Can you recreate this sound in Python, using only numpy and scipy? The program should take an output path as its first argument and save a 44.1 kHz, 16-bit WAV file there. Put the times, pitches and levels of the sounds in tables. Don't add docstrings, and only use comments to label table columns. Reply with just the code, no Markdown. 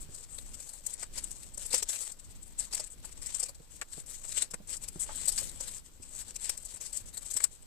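import sys
import numpy as np
from scipy import signal
from scipy.fft import rfft, irfft, next_fast_len
from scipy.io import wavfile

SR = 44100
rng = np.random.default_rng(int(sys.argv[2]) if len(sys.argv) > 2 else 0)


def wav_out(sig):
    wavfile.write(sys.argv[1], SR, np.round(np.clip(np.atleast_2d(sig).T, -1, 1) * 32767).astype(np.int16))


def gain_from_db(level_db):
    decades = np.asarray(level_db, float) / 20
    return 10 ** decades


N = 337806


def rms(x):
    return np.sqrt(np.mean(x ** 2) + 1e-20)


def at_hz(points, hz):
    table_hz, values = np.transpose(points)
    return np.interp(np.log(hz + 1), np.log(table_hz), values)


def coloured(x, points):
    size = next_fast_len(N)
    gain = gain_from_db(at_hz(points, np.fft.rfftfreq(size, 1 / SR)))
    return irfft(rfft(x, size) * gain, size)[..., :N]


def band(x, low_hz, high_hz):
    sos = signal.butter(2, [low_hz, high_hz], "band", fs=SR, output="sos")
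    return signal.sosfilt(sos, x)


def drift(corner_hz):
    r = np.exp(-2 * np.pi * corner_hz / SR)
    slow = signal.lfilter([1], [1, -2 * r, r * r], rng.standard_normal(N + SR))[SR:]
    return slow / rms(slow)


def room_tone():
    # f/Hz, relative level/dB
    tone_colour = [(15, 5.5), (30, 0.5), (60, -8.5), (130, -16), (260, -21.5), (530, -33), (1200, -40),
                   (3000, -35.5), (4500, -38), (6000, -38), (9000, -70), (15000, -31)]
    # f/Hz, correlation (0 to 1)
    tone_likeness = [(30, 0.14), (300, 0.37), (1000, 0.044), (5000, 0.036)]
    level_db, waver_db, waver_hz = -53.5, 2.84, 1.87
    hz = np.fft.rfftfreq(N, 1 / SR)
    mid, side = rfft(rng.standard_normal((2, N))) * gain_from_db(at_hz(tone_colour, hz)) * (hz > 12)
    alike = at_hz(tone_likeness, hz)
    pair = irfft(np.sqrt(1 + alike) * mid + np.sqrt(1 - alike) * side * [[1], [-1]], N)
    return gain_from_db(level_db + waver_db * drift(waver_hz)) * pair / rms(pair.mean(axis=0))


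def fibre_clicks():
    # f/Hz, gain/dB
    paper_colour = [(300, 6.5), (530, 12), (700, 6), (870, 7.5), (1200, 5.5), (2500, 9), (3300, 10.5),
                    (4800, 11.5), (6500, 17.5), (10000, 15), (15000, 5.5)]
    clicks_per_s, size_spread_db = 2000, 3.4
    smooth_db = 3.5
    born = rng.random(N) < clicks_per_s / SR
    sizes = born * gain_from_db(size_spread_db * np.minimum(rng.exponential(1, N), 4.2))
    height = sizes / rms(sizes) + gain_from_db(smooth_db)
    return coloured(height * rng.standard_normal((3, 2, N)), paper_colour)


def strokes():
    # start t/s, length/s, hiss level/dB at start, at end, scrape level/dB re hiss
    slides = [(0.0, 0.049, -33, -61, -18), (0.087, .14, -58, -58, -8), (0.286, 0.33, -52, -59.5, -12),
              (0.584, 0.21, -50.5, -55.5, -9.5), (0.826, 0.12, -55.5, -51, -6),
              (0.964, 0.063, -63, -48.5, 0), (1.115, 0.073, -61, -41, -2), (1.217, 0.28, -50, -62.5, -8),
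              (1.585, 0.12, -41.5, -50.5, -8), (1.71, 0.091, -40.5, -44.5, 1),
              (1.731, 0.013, -23, -41, 0.5), (1.85, 0.042, -52, -53, -2), (1.883, 0.22, -37.5, -48, -7.5),
              (2.41, 0.12, -51, -68, -14), (2.575, 0.081, -42, -47.5, -8), (2.707, 0.14, -47, -57, 0.5),
              (2.899, 0.035, -39, -55.5, -20), (3.015, 0.078, -56, -64, -0.5), (3.15, 0.063, -62, -67, 1),
              (3.213, 0.26, -48.5, -50, -3), (3.694, 0.068, -58, -51.5, -10),
              (3.874, .13, -61.5, -47, -10.5), (4.063, 0.15, -50.5, -55, -10),
              (4.213, 0.15, -51.5, -44.5, -6.5), (4.354, 0.078, -42.5, -43.5, 0.5),
              (4.675, 0.07, -50.5, -39.5, -4.5), (4.8, 0.049, -55, -47.5, -5.5),
              (4.908, 0.064, -59, -57.5, -5), (4.985, 0.052, -45, -38, -11),
              (5.058, 0.094, -50.5, -54.5, 0), (5.145, 0.16, -45.5, -47.5, -3),
              (5.31, 0.17, -42.5, -44, -8), (5.372, 0.017, -32, -37.5, -3), (5.492, 0.081, -63, -49, -7.5),
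              (5.591, 0.19, -48, -49.5, -5.5), (6.03, .19, -62, -45.5, -5.5),
              (6.242, 0.071, -55, -54.5, -1), (6.38, 0.071, -46.5, -44, -4.5),
              (6.44, 0.1, -51.5, -53.5, 1.5), (6.573, 0.2, -57, -54, -6), (6.8, 0.11, -43, -56, -4.5),
              (6.921, 0.092, -42, -53, -7), (7.053, 0.039, -46, -53, -7), (7.127, 0.063, -43, -56, -10.5),
              (7.201, 0.24, -55.5, -44, -3), (7.508, 0.045, -48, -52.5, -9)]
    # middle t/s, hiss level/dB, length/s
    swells = [(0.238, -50.5, 0.052), (0.546, -45, 0.041), (1.433, -47, 0.032), (2.199, -51.5, 0.033),
              (2.251, -57, 0.038), (2.312, -54.5, 0.066), (2.363, -56, 0.039), (2.751, -31.5, 0.016),
              (2.844, -49, 0.027), (2.872, -50.5, 0.04), (3.003, -57, 0.018), (3.125, -51, 0.038),
              (3.463, -48, 0.016), (3.552, -49.5, 0.021), (3.767, -53.5, 0.031), (3.932, -44, 0.034),
              (4.324, -38.5, 0.027), (4.149, -46.5, 0.07), (5.867, -55.5, 0.075), (6.032, -50.5, 0.037),
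              (6.201, -44, 0.064), (6.707, -49, 0.061), (6.866, -40.5, 0.028), (7.261, -42.5, 0.031),
              (7.627, -57, 0.025)]
    clump_db, clump_hz = 2, 46
    idle_db, idle_waver_db, idle_waver_hz = -70, 0.88, 24
    slide_rise_s, slide_stop_db_per_s = 0.025, 712
    flutter_db, scrape_ref_db, flutter_follows = -67.5, -56, 0.4
    swell_flutter_db, swell_scrape_db = -46, -5.5

    now_s = np.arange(N) / SR
    clump = gain_from_db(clump_db * drift(clump_hz))
    idle = gain_from_db(idle_db + idle_waver_db * drift(idle_waver_hz))
    hiss, scrape = idle.copy(), idle.copy()
    for start_s, length_s, first_db, last_db, scrape_db in slides:
        span = slice(int(start_s * SR), int((start_s + length_s + .1) * SR))
        t = now_s[span] - start_s
        level_db = np.interp(t, [0, length_s], [first_db, last_db])
        level_db -= slide_stop_db_per_s * np.maximum(t - length_s, 0)
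        shape = np.minimum(t / slide_rise_s, 1) * gain_from_db(level_db)
        hiss[span] += shape
        scrape[span] += shape * gain_from_db(scrape_db)
    flutter = gain_from_db(flutter_db) * (scrape / gain_from_db(scrape_ref_db)) ** flutter_follows

    swell = np.zeros(N)
    for middle_s, swell_db, length_s in swells:
        hump = np.hanning(int(length_s * SR))
        at = int(middle_s * SR) - len(hump) // 2
        swell[at:at + len(hump)] += gain_from_db(swell_db) * hump
    return [np.hypot(hiss * clump, swell),
            np.hypot(flutter * clump, gain_from_db(swell_flutter_db) * swell),
            np.hypot(scrape * clump, gain_from_db(swell_scrape_db) * swell)]


def bending(x):
    patch_db, patch_hz = 2, 14.4
    size = next_fast_len(N)
    spectrum = rfft(x, size)
    hz = np.fft.rfftfreq(size, 1 / SR)
    thirds = np.clip(3 * np.log2((hz + 1) / 500), 0, 14)
    out = np.zeros((2, N))
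    for k in range(15):
        share = np.cos(np.pi / 2 * np.clip(thirds - k, -1, 1)) ** 2
        out += gain_from_db(patch_db * drift(patch_hz)) * irfft(spectrum * share, size)[:, :N]
    return out


def paper():
    # low f/Hz, high f/Hz
    layer_hz = [(6000, 15500), (350, 1500), (1500, 6000)]
    layer_likeness = [0.015, 0.29, 0.19]
    layers = []
    for (common, own), edges_hz, alike in zip(fibre_clicks(), layer_hz, layer_likeness):
        right = alike * common + np.sqrt(1 - alike ** 2) * own
        pair = band(np.array([common, right]), *edges_hz)
        layers.append(pair / rms(ports(pair).mean(axis=0)))
    sliding = sum(layer * strength for layer, strength in zip(layers, strokes()))
    return bending(sliding + snaps(layers))


def thumps():
    # t/s, level/dB before rise and decay, f/Hz
    landings = [(0.087, -40.5, 143), (1.027, -45, 1620), (1.573, -42.5, 567), (1.737, -25, 508),
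                (1.822, -38, 428), (2.795, -35, 614), (3.04, -43, 887), (3.429, -39, 490), (3.49, -41, 554),
                (3.599, -40.5, 144), (3.975, -34, 150), (4.535, -36, 174), (4.6, -41, 199),
                (4.955, -32, 163), (5.088, -33, 883), (5.102, -36.5, 897), (5.276, -37, 665),
                (5.416, -39.5, 550), (5.603, -38.5, 553), (5.997, -39, 91.5), (6.737, -44, 91.5),
                (7.349, -42, 115), (7.438, -34, 1660)]
    rise_s, t60_s = 0.0044, 0.061
    t = np.arange(int(t60_s * SR)) / SR
    out = np.zeros((2, N))
    for start_s, level_db, hz in landings:
        puff = band(rng.standard_normal((2, len(t))), hz / 1.95, hz * 1.45 + 250)
        papery = np.clip(hz / 1500, .4, .9)
        body = (1 - papery) * np.sin(2 * np.pi * hz * t) + papery * puff / rms(puff)
        shape = gain_from_db(level_db - 60 * t / t60_s) * np.minimum(t / rise_s, 1)
        at = int(start_s * SR)
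        out[:, at:at + len(t)] += (shape * body)[:, :N - at]
    return out


def snaps(layers):
    # t/s, nominal hiss peak level/dB, scrape level/dB re hiss, strip f/Hz,
    # rise time/s (the decay lasts in proportion)
    creases = [(0.147, -39, -16, 4730, 0.012), (0.386, -40.5, -4, 3940, 0.0094),
               (0.6893, -38.5, -18, 4530, 0.013), (0.732, -41, -20, 4420, 0.013),
               (0.8666, -22.5, -25, 4450, 0.0086), (0.9, -39, -24, 5460, 0.014),
               (0.9384, -32, -35, 5070, 0.0082), (1.0295, -39, -2, 1550, 0.011),
               (1.18, -30, -7.5, 4870, 0.0095), (1.2402, -31.5, -22, 3300, 0.011),
               (1.311, -35.5, -18, 5470, 0.012), (1.542, -40, -18, 5050, 0.012),
               (1.5778, -29, -24, 5670, 0.0091), (1.614, -47, -14, 3700, 0.021),
               (1.6593, -34, -36, 4950, 0.013), (1.7074, -35.5, -9, 3990, 0.012),
               (1.728, -28, -9, 4320, 0.011), (1.7456, -18, -21, 5070, 0.011),
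               (1.7794, -27, -27, 4900, 0.011), (1.8272, -23, -11, 5800, 0.011),
               (1.8901, -30, -14, 3670, 0.013), (1.9415, -41, -13, 2790, 0.018),
               (2.005, -33, -17, 4690, 0.022), (2.1186, -36.5, -23, 4900, 0.011),
               (2.4294, -41.5, -28, 4200, 0.013), (2.588, -38, -22, 5500, 0.013),
               (2.602, -37.5, -14, 5000, 0.012), (2.729, -31, -2.5, 5030, 0.014),
               (2.7736, -37, -16, 5550, 0.014), (2.7986, -30.5, -10, 5130, 0.013),
               (3.051, -36, -21, 4720, 0.012), (3.22, -45, -4, 5300, 0.014), (3.262, -29, -17, 5520, 0.014),
               (3.3493, -29, -9.5, 5740, 0.009), (3.3977, -23.5, -20, 5050, 0.012),
               (3.4323, -25, -17.5, 5170, 0.01), (3.487, -34.5, -12, 4760, 0.014),
               (3.8164, -37.5, 1, 1740, 0.012), (4.0622, -44, -19, 5690, 0.01),
               (4.099, -38.5, -17, 3990, 0.012), (4.373, -30.5, -8, 2550, 0.012),
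               (4.4232, -23.5, -15, 4030, 0.01), (4.5097, -36.5, -10, 5710, 0.013),
               (4.5401, -31.5, -6.5, 1340, 0.01), (4.6768, -41, -19, 5370, 0.0087),
               (4.7, -36, -27, 4930, 0.012), (4.7646, -35.5, -25, 4820, 0.014),
               (4.8304, -43, -32, 3520, 0.013), (4.8813, -31.5, -15, 5250, 0.013),
               (4.996, -42, -20, 3620, 0.011), (5.0055, -31, -28, 4560, 0.011),
               (5.1583, -35, -25, 4300, 0.013), (5.2576, -30, -33, 5730, 0.009),
               (5.2801, -21.5, -19, 4060, 0.012), (5.294, -24.5, -16, 4200, 0.01),
               (5.3223, -34, -11, 4880, 0.012), (5.3663, -39, -17, 5760, 0.012),
               (5.3796, -24.5, -8, 4870, 0.015), (5.493, -32.5, -18, 3890, 0.0099),
               (5.6083, -30.5, -24, 4800, 0.0099), (5.632, -44, -13, 4960, 0.011),
               (5.6755, -35, -13, 4040, 0.014), (6.1619, -38.5, -23, 5550, 0.0096),
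               (6.346, -42, -17, 4540, 0.012), (6.3602, -31.5, -9, 6000, 0.011),
               (6.4957, -24.5, -7.5, 5560, 0.011), (6.576, -34, -17, 5060, 0.01),
               (6.623, -43, -25, 5170, 0.014), (6.6498, -34.5, -36, 5740, 0.014),
               (6.746, -43, -23, 2140, 0.01), (6.8106, -44.5, -7, 5800, 0.012),
               (6.9277, -38, -19, 4550, 0.015), (6.969, -30, -29, 4410, 0.013),
               (7.1745, -32, -12, 4190, 0.011), (7.3053, -35, -15.5, 3730, 0.012),
               (7.3144, -32, -27, 4990, 0.0096), (7.3386, -28, -26, 4900, 0.0096),
               (7.3683, -22, -13, 5500, 0.011), (7.4066, -39, 3.5, 1810, 0.0066),
               (7.443, -17.5, -17, 5100, 0.0082)]
    lead_s, t60_per_rise = 0.007, 2.93
    ring_width_hz, ring_db = 1200, 3
    flutter_re_scrape_db, flutter_db_per_octave_down = -14, 6
    out = np.zeros((2, N))
    for start_s, peak_db, scrape_db, hz, rise_s in creases:
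        flutter_db = scrape_db + flutter_re_scrape_db + flutter_db_per_octave_down * np.log2(5000 / hz)
        at, t60_s = int((start_s - lead_s) * SR), t60_per_rise * rise_s
        t = np.arange(min(int((rise_s + t60_s) * SR), N - at)) / SR
        rise = np.sin(np.pi / 2 * np.minimum(t / rise_s, 1)) ** 2
        decay_db = 60 * np.maximum(t - rise_s, 0) / t60_s
        shape = rise * gain_from_db(peak_db - decay_db) / 2
        hiss, flutter, scrape = (layer[:, at:at + len(t)] for layer in layers)
        ring = band(scrape, hz - ring_width_hz / 2, hz + ring_width_hz / 2)
        scrape = 1.15 * scrape + gain_from_db(ring_db) * ring / rms(ring)
        out[:, at:at + len(t)] += shape * (hiss + gain_from_db(flutter_db) * flutter + gain_from_db(scrape_db) * scrape)
    return out


def cracks():
    # t/s, peak level/dB (mono, behind the ports)
    folds = [(0.388, -29.5), (1.579, -40), (1.828, -22), (3.8148, -20.5), (4.422, -20), (4.542, -28),
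             (6.4971, -20), (7.44, -24)]
    edges_hz = (1200, 8500)
    start_s, peak_db = np.transpose(folds)
    at = (start_s * SR).astype(int)
    out = np.zeros((2, N))
    out[0, at] = out[1, at + 3] = gain_from_db(peak_db) * rng.choice([-1, 1], len(at))
    impulse = np.zeros((2, 256))
    impulse[:, 0] = 1
    unit_peak = np.abs(ports(band(impulse, *edges_hz)).mean(axis=0)).max()
    return band(out, *edges_hz) / unit_peak


def echoes(x):
    t60_s, level_db = 0.06, -18
    t = np.arange(int(t60_s * SR)) / SR
    tail = rng.standard_normal((2, len(t))) * gain_from_db(-60 * t / t60_s) * (t > .002)
    tail = gain_from_db(level_db) * tail / np.sqrt(np.sum(tail ** 2, axis=1, keepdims=True))
    return signal.fftconvolve(x, tail, axes=1)[:, :N]


def scene():
    hands = paper() + cracks() + thumps()
    return hands + echoes(hands) + room_tone()


def ports(x):
    # f/Hz, width/Hz, gain/dB
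    left_peaks = [(7700, 660, 12), (8337, 605, 8.5)]
    # f/Hz, width/Hz, gain/dB
    right_peaks = [(7100, 3900, -12), (4720, 1320, 9.5), (14900, 5000, -9), (100, 160, -1.5)]
    out = x.copy()
    for side, peaks in enumerate([left_peaks, right_peaks]):
        for hz, width_hz, gain_db in peaks:
            c, g, a = np.cos(2 * np.pi * hz / SR), gain_from_db(gain_db / 2), np.tan(np.pi * width_hz / SR)
            low, high = (a, a * g * g) if gain_db > 0 else (a / g / g, a)
            zeros, poles = [1 + high, -2 * c, 1 - high], [1 + low, -2 * c, 1 - low]
            out[side] = signal.lfilter(zeros, poles, out[side])
    return out


def low_pass(x):
    return signal.sosfilt(signal.butter(12, 15610, fs=SR, output="sos"), x)


def record(dry):
    hiss_db, hiss_corner_hz, top_hz = -65.5, 4450, 14500
    high_pass = signal.butter(2, hiss_corner_hz, "high", fs=SR, output="sos")
    hiss = signal.sosfilt(high_pass, rng.standard_normal(dry.shape))
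    mix = ports(dry) + gain_from_db(hiss_db) * hiss
    mix = signal.sosfiltfilt(signal.butter(30, top_hz, fs=SR, output="sos"), mix)
    return low_pass(mix)


dry = scene()
out = record(dry)
wav_out(out)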